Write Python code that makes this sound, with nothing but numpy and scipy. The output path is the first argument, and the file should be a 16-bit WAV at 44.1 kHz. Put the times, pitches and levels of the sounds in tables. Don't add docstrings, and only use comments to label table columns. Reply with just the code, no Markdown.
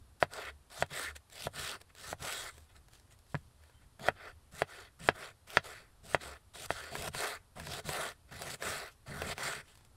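import sys
import numpy as np
from scipy import signal
from scipy.io import wavfile
from scipy.ndimage import uniform_filter1d

SR = 44100
rng = np.random.default_rng(int(sys.argv[2]) if len(sys.argv) > 2 else 0)


def wav_out(sig):
    wavfile.write(sys.argv[1], SR, np.round(np.clip(np.atleast_2d(sig).T, -1, 1) * 32767).astype(np.int16))


N = 439236

# f/Hz, level/dB, t60/s
BOARD_MODES = [(436.3, -6, 0.043), (557.5, -15, 0.04), (663, 3, 0.013), (981, -6, 0.039), (1435, 0.5, 0.01),
               (1657, -3, 0.039), (1820, -12.5, 0.016), (2234, -13.5, 0.027), (2300, -31, 0.0089),
               (3150, -11, 0.015), (4180, -16.5, .02), (4600, -11, 0.029), (5800, -13, 0.011),
               (320, -11, 0.015)]
# f/Hz, level/dB, t60/s
TABLE_MODES = [(144.7, 0.5, 0.068), (92, -9, 0.15), (191, -7, 0.064)]
# f/Hz, relative density/(dB per Hz)
CRUNCH_COLOUR = [(600, -10), (1500, -11), (2500, -4.5), (3800, -2), (5000, -5), (6600, -9), (7800, -3.5),
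                 (9500, -7), (12000, -12.5), (15500, -20)]


def gain_of(db):
    return 10 ** (np.asarray(db) / 20)


def evened(x):
    return x / np.sqrt(np.mean(x ** 2) + 1e-20)


def highpassed(x, order, hz):
    return signal.lfilter(*signal.butter(order, hz, "high", fs=SR), x)


def filtered(x, response):
    return signal.oaconvolve(x, response)[:N]


def spectrum_db(points, hz):
    f, value = np.transpose(points)
    return np.interp(np.log(hz + 1), np.log(f + 1), value)


def add(mix, s, sound):
    part = mix[round(s * SR):][:len(sound)]
    part += sound[:len(part)]


def ring(modes, count=4096):
    t = np.arange(count) / SR
    return sum(gain_of(db - 60 * t / t60) * np.cos(2 * np.pi * hz * t) for hz, db, t60 in modes)


def swell(modes, count=2048):
    t = np.arange(count) / SR
    return sum(gain_of(db - 60 * t / t60) * t / t60 * np.cos(2 * np.pi * hz * t) for hz, db, t60 in modes)


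def causal(points, count=1024):
    hz = abs(np.fft.fftfreq(count, 1 / SR))
    log_gain = np.log(gain_of(spectrum_db(points, hz)))
    click = np.fft.ifft(np.exp(np.conj(signal.hilbert(log_gain)))).real
    return click[:count // 2]


def clicks(per_s, spread_db):
    hit, size, sign = rng.random((3, N))
    height = gain_of(-spread_db * np.log(size + 0.024))
    return (hit < per_s / SR) * height * np.sign(sign - 0.5)


def judder(window_s, depth_db):
    return gain_of(depth_db * evened(uniform_filter1d(rng.standard_normal(N), round(window_s * SR))))


def with_echo(x, share):
    extra_path_s = 0.00155
    gap = np.zeros(round(extra_path_s * SR))
    bounce = highpassed(x, 1, 500)
    return np.concatenate([x, gap]) + share * np.concatenate([gap, bounce])


def drifting(x, depth_db):
    hz, t, z = signal.stft(x, nperseg=256)
    patches = rng.standard_normal((len(t), len(hz))).T
    patches = evened(uniform_filter1d(uniform_filter1d(patches, 5, 0), 24, 1))
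    return signal.istft(z * gain_of(depth_db * patches), nperseg=256)[1][:N]


def strokes():
    # start/s, end/s,
    # end crunch/dB, crunch climb/dB, end scrape/dB, scrape climb/dB, rasp above scrape/dB,
    # start push/dB, end push/dB
    cuts = [(0.199, 0.231, -49.5, 5, -59, 4, 6, -65, -70), (0.696, 0.82, -48.5, 13, -54, 11, 2, -73, -61),
            (1.307, 1.464, -47, 15, -57.5, 9, 3.5, -83, -52),
            (1.955, 2.122, -46.5, 16, -58.5, 13, 6, -76, -62),
            (3.987, 4.08, -45.5, 22, -40.5, 24, -1, -49, -65),
            (4.513, 4.616, -50, 16.5, -56.5, 15.5, 5.5, -59, -63),
            (4.989, 5.086, -49.5, 14, -56, 7, 5, -49, -61),
            (5.467, 5.569, -48.5, 11.5, -55.5, 4, 1.5, -59, -68),
            (6.028, 6.144, -48, 18.5, -56, 11.5, 1, -59, -57),
            (6.535, 6.653, -47.5, 7.5, -55, 4, 0.5, -60, -63),
            (6.906, 7.076, -45, 10.5, -45.5, 9, -3, -50, -51.5),
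            (7.554, 7.791, -46, 15, -50, 8, 0.5, -44.5, -57),
            (8.309, 8.542, -46, 13.5, -51, 7, 3.5, -57.5, -48),
            (9.059, 9.323, -46.5, 15, -47, 9.5, 2.5, -57.5, -47.5)]
    # start/s, crest/s, end/s, crest scrape/dB,
    # mid-draw rasp above scrape/dB, crest crunch/dB, catch below crest/dB, sag by the end/dB, start jolt/dB
    draws = [(0.297, 0.36, 0.49, -51.5, 4, -54.5, 14.5, 6, -70),
             (0.909, 1.004, 1.101, -49, 6.5, -43.5, 8, 13, -62),
             (1.538, 1.616, 1.75, -50.5, 8, -44, 9, 10, -58),
             (2.201, 2.264, 2.487, -52.5, 7.5, -42.5, 9, 10.5, -55.5),
             (4.158, 4.266, 4.31, -55.5, 3, -67, 9, 15, -81),
             (4.68, 4.787, 4.875, -57.5, 7, -59.5, 3, 19, -84),
             (5.151, 5.215, 5.3, -59.5, 7.5, -57, 2, 8, -61.5),
             (5.641, 5.677, 5.93, -57.5, 7.5, -55, -0.5, 40.5, -69),
             (6.199, 6.216, 6.36, -53.5, 6, -52.5, 11, 13.5, -60),
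             (6.705, 6.71, 6.905, -54, 6, -52.5, -4.5, 8, -72),
             (7.139, 7.214, 7.357, -46, 4.5, -42.5, 4, 12.5, -55),
             (7.85, 7.936, 8.11, -47.5, 4, -43, 8, 11.5, -46),
             (8.605, 8.657, 8.88, -45.5, 4.5, -43, 10, 16.5, -47.5),
             (9.376, 9.442, 9.6, -49.5, 8, -44.5, 6.5, 13, -49.5)]
    # start/s, length/s, top crunch/dB, top scrape/dB
    rustles = [(1.151, 0.012, -43.5, -53.5), (1.801, 0.0083, -58, -64), (1.888, 0.014, -70, -67),
               (2.505, 0.16, -63.5, -82), (2.681, 0.059, -71, -75.5), (2.743, 0.04, -64.5, -72),
               (2.901, .13, -65, -78), (3.1, 0.043, -64.5, -73), (3.27, 0.2, -67.5, -86),
               (3.576, 0.28, -76, -77), (3.81, 0.031, -78, -74), (8.276, 0.039, -73, -69.5),
               (8.897, 0.035, -62.5, -84), (9.634, 0.23, -66.5, -73.5), (9.841, 0.044, -80.5, -91)]
    # f/Hz, level/dB, t60/s
    blade_modes = [(1503, 4.5, 0.0036), (1761, -10.5, 0.014), (1907, -2.5, 0.0048), (2550, -6.5, 0.0063),
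                   (3200, -2, 0.0025), (4446, -9, 0.0051)]
    moves = [cut(*row) for row in cuts] + [draw(*row) for row in draws] + [rustle(*row) for row in rustles]
    scrape, rasp, crunch, push = (drive(moves, column) for column in (1, 2, 3, 4))

    grip = judder(0.0072, 0.81)
    slips = evened(clicks(5000, 2.2) * grip)
    damped_board = [(hz, db, t60 * 0.73) for hz, db, t60 in BOARD_MODES[:3]]
    wood = filtered(slips * scrape, swell(damped_board)) * gain_of(4.5)
    blade = filtered(slips * rasp, swell(blade_modes)) * gain_of(6)

    cells = evened(clicks(6000, 3.0) * grip * judder(0.0069, 1.3))
    fibres = uniform_filter1d(abs(clicks(45, 2.5)), 40) * 40 * rng.standard_normal(N)
    tearing = (cells + gain_of(3.5) * fibres) * crunch
    leaf = filtered(tearing, causal(CRUNCH_COLOUR)) * gain_of(7.5)

    push = push * judder(0.059, 4.5)
    lurch = uniform_filter1d(evened(clicks(300, 0.67)) * push, 60)
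    damped_table = [(hz, db, t60 * 0.49) for hz, db, t60 in TABLE_MODES]
    table = filtered(lurch, swell(damped_table, count=8192)) * gain_of(1.5)

    near = highpassed(with_echo(wood + blade + leaf, 0.049)[:N], 2, 340)
    return drifting(near, 2.55) + table


def cut(start, end, crunch_db, climb_db, wood_db, wood_climb_db, rasp_db, push_db, last_push_db):
    climb_power, push_arch_db = 1.3, 3.5
    u = np.linspace(0, 1, num=12)
    left = (1 - u) ** climb_power
    wood = wood_db - wood_climb_db * left
    crunch = crunch_db - climb_db * left
    push = push_db + u * (last_push_db - push_db) + push_arch_db * np.sin(np.pi * u)
    return np.transpose([start + u * (end - start), wood, wood + rasp_db, crunch, push])


def draw(start, crest, end, wood_db, rasp_db, crunch_db, catch_db, sag_db, jolt_db):
    catch_s, lift_s, lift_db = 0.027, 0.013, 23.5
    sag_power = 1.83
    crunch_swing = 1.35
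    rasp_rise_db, jolt_fade_db_per_s = 5.5, 88
    s = np.linspace(start, end, num=24)
    under = catch_db * np.clip((crest - s) / (crest - start), 0, 1) ** 2
    under = under + sag_db * np.clip((s - crest) / (end - crest), 0, 1) ** sag_power
    wood = wood_db - under
    along = (s - start) / (end - start)
    rasp = wood + rasp_db + rasp_rise_db * (along - 0.5)
    push = jolt_db - jolt_fade_db_per_s * (s - start)
    rows = np.transpose([s, wood, rasp, crunch_db - crunch_swing * under, push])
    quieter = np.array([0, 1, 1, 1, 1]) * lift_db
    first, last = rows[0] - quieter, rows[-1] - quieter
    first[0], last[0] = start - catch_s, end + lift_s
    return np.vstack([first, rows, last])


def rustle(start, length, crunch_db, wood_db):
    rise_share, fade_db, rasp_db = 0.22, 18, 6
    s = start + length * np.array([0, rise_share, 1])
    under = fade_db * np.array([0.5, 0, 1])
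    wood = wood_db - under
    return np.transpose([s, wood, wood + rasp_db, crunch_db - under, np.full(len(s), -150)])


def drive(moves, column, settle_s=0.033, settle_db=-17):
    gain = np.zeros(N)
    for rows in map(np.transpose, moves):
        t = np.arange(rows[0, 0], rows[0, -1], 1 / SR)
        add(gain, rows[0, 0], gain_of(np.interp(t, rows[0], rows[column])))
    stop, settle = np.exp(-1 / (0.0049 * SR)), np.exp(-1 / (settle_s * SR))
    held = np.maximum(gain, np.roll(gain, 300))
    move = signal.lfilter([1 - stop], [1, -stop], held)
    shreds = signal.lfilter([1 - settle], [1, -settle], gain)
    return move + gain_of(settle_db) * shreds


def knock(db, boom_db, contact_ms, echo, lasts):
    detune, offset_db = (rng.standard_normal((len(BOARD_MODES), 2)) * (0.025, 2.5)).T
    modes = [(hz * (1 + a), top + b, t60 * lasts)
             for (hz, top, t60), a, b in zip(BOARD_MODES, detune, offset_db)]
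    wood = ring(modes)
    t = np.arange(len(wood)) / SR
    envelope = gain_of(-60 * t / 0.073) * np.minimum(t / 0.0016, 1)
    rebounds, shreds = envelope * rng.standard_normal((2, len(t)))
    rerung = signal.oaconvolve(rebounds, wood)[:len(t)]
    wood = wood + gain_of(-38.5) * rerung + gain_of(-8.5) * shreds
    blow = np.exp(-(np.arange(-20, 21) / SR * 1000 / contact_ms) ** 2)
    wood = np.convolve(wood, blow)
    edge_tick = causal(CRUNCH_COLOUR)
    wood[20:532] += gain_of(5.0) * edge_tick / edge_tick.max()
    wood = highpassed(with_echo(wood, echo), 1, 250)
    sound = np.convolve(ring(TABLE_MODES, count=8192), np.hanning(60) / 30) * gain_of(boom_db)
    sound[:len(wood)] += gain_of(db) * wood / abs(wood).max()
    return sound


def tap_and_tick(db, tick_db):
    t = np.arange(700) / SR
    burst = rng.standard_normal(len(t)) * gain_of(-60 * t / 0.019)
    damped_board = [(hz, mode_db, t60 * 0.69) for hz, mode_db, t60 in BOARD_MODES[:9]]
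    tap = np.convolve(burst, ring(damped_board, count=512))
    tick = np.convolve(burst, causal(CRUNCH_COLOUR))
    return gain_of(db - 0.5) * (tap / abs(tap).max() + gain_of(tick_db) * tick / abs(tick).max())


def squeak(start, end, hz, db):
    t = np.arange(round((end - start) * SR)) / SR
    wobble = np.cumsum(rng.standard_normal(len(t))) * 0.044
    return gain_of(db) * np.sin(2 * np.pi * hz * t + wobble) * signal.windows.tukey(len(t), 0.4)


def boom(db, length_s):
    t = np.arange(round(length_s * SR)) / SR
    hz = 81.8 * rng.uniform(0.79, 1.05)
    return gain_of(db) * np.hanning(len(t)) * np.sin(2 * np.pi * (hz * t + rng.random()))


def air():
    # f/Hz, relative density/(dB per Hz)
    air_colour = [(12, -36), (25, -6.5), (55, -3), (82, 1), (105, -12.5), (200, -18), (500, -23),
                  (1200, -24), (2200, -32), (4400, -31), (6600, -36), (9600, -31), (12500, -34.5),
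                  (13300, -62)]
    rms_db = -63
    frames, hz = N // 256 + 5, np.fft.rfftfreq(1024, 1 / SR)
    real, imag, patches = rng.standard_normal((frames, 513, 3)).T
    patches = evened(uniform_filter1d(uniform_filter1d(patches, 12, 0), 14, 1))
    gusts = evened(uniform_filter1d(rng.standard_normal(frames), 30))
    bass_share = 1 / (1 + (hz[:, None] / 250) ** 2)
    field_db = spectrum_db(air_colour, hz)[:, None] + 0.4 * patches + 2.5 * gusts * bass_share
    noise = signal.istft((real + 1j * imag) * gain_of(field_db), nperseg=1024, noverlap=768)[1][:N]
    return gain_of(rms_db) * evened(noise)


def scene():
    # t/s, board peak/dB, table boom/dB, contact/ms, echo share, ring length factor
    knocks = [(0.2269, -5.5, -31.5, 0.1, 0.38, 0.93), (.8246, -10.5, -33.5, 0.097, 0.58, 0.88),
              (1.4704, -20.5, -37, 0.22, 0.43, 0.82), (2.1296, -21.5, -40.5, 0.18, 0.56, 0.78),
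              (3.3454, -21, -29.5, 0.19, 0.039, 0.5), (3.3525, -21.5, -29.5, 0.094, 0.066, 0.54),
              (4.0857, -7.5, -33.5, 0.12, 0.57, 1), (4.62, -9.5, -36, 0.094, 0.32, 0.79),
              (5.0887, -2.5, -30.5, 0.088, 0.35, 0.72), (5.5713, -2.5, -30, 0.072, 0.47, 0.76),
              (6.147, -6.5, -32.5, 0.11, 0.6, 0.67), (6.7057, -13, -37.5, 0.11, 0.7, 0.61)]
    # t/s, tap level/dB (0.5 dB over its peak), tick above tap/dB
    ticks = [(0.336, -44, 12.5), (0.863, -56, 6), (1.162, -45.5, 0), (1.299, -53, 5), (1.815, -48, 3),
             (1.905, -72, -9), (1.951, -51.5, 8.5), (2.58, -46, 0), (2.884, -51, -7), (2.934, -55, 6),
             (2.951, -57, 0), (2.998, -60, 7), (3.077, -65, -9), (3.189, -67.5, 14), (3.265, -58, -5),
             (3.628, -62, -2), (3.637, -50.5, -11), (3.697, -50, -21), (3.995, -42, -17), (5.809, -62, -14),
             (6.556, -39, -16.5), (6.839, -37.5, -30), (6.953, -25.5, -34), (6.966, -34, -28),
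             (7.077, -24, -30), (7.148, -27, -31), (7.562, -49.5, -14), (7.598, -36, -5), (7.67, -31, -20),
             (7.736, -35, -2), (7.89, -24.5, -22), (8.063, -34.5, -2), (8.324, -40, -37), (8.42, -39, 8),
             (8.537, -52, -1), (8.624, -21.5, -32), (9.219, -21.5, -43.5), (9.317, -36, -27),
             (9.38, -28, -22), (9.754, -55.5, 5), (9.774, -58, 7), (9.809, -57, -9), (9.849, -58, 7.5)]
    # middle t/s, level/dB
    booms = [(0.529, -53), (1.118, -50), (1.619, -58), (2.609, -56), (3.619, -57.5), (4.35, -61),
             (4.9, -62), (6.304, -52.5), (6.849, -57.5)]
    # start/s, end/s, f/Hz, level/dB
    squeak_row = (3.735, 3.8, 3106, -74)
    boom_s = 0.24
    mix = strokes() + air()
    for s, *row in knocks:
        add(mix, s - 20 / SR, knock(*row))
    for s, *row in ticks:
        add(mix, s, tap_and_tick(*row))
    for s, db in booms:
        add(mix, s - boom_s / 2, boom(db, boom_s))
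    add(mix, squeak_row[0], squeak(*squeak_row))
    return mix[None]


def record(dry):
    edge_hz = 15750
    lowpass = signal.firwin(1023, edge_hz, window=("kaiser", 10), fs=SR)
    return signal.oaconvolve(dry, lowpass[None], "same")


dry = scene()
out = record(dry)
wav_out(out)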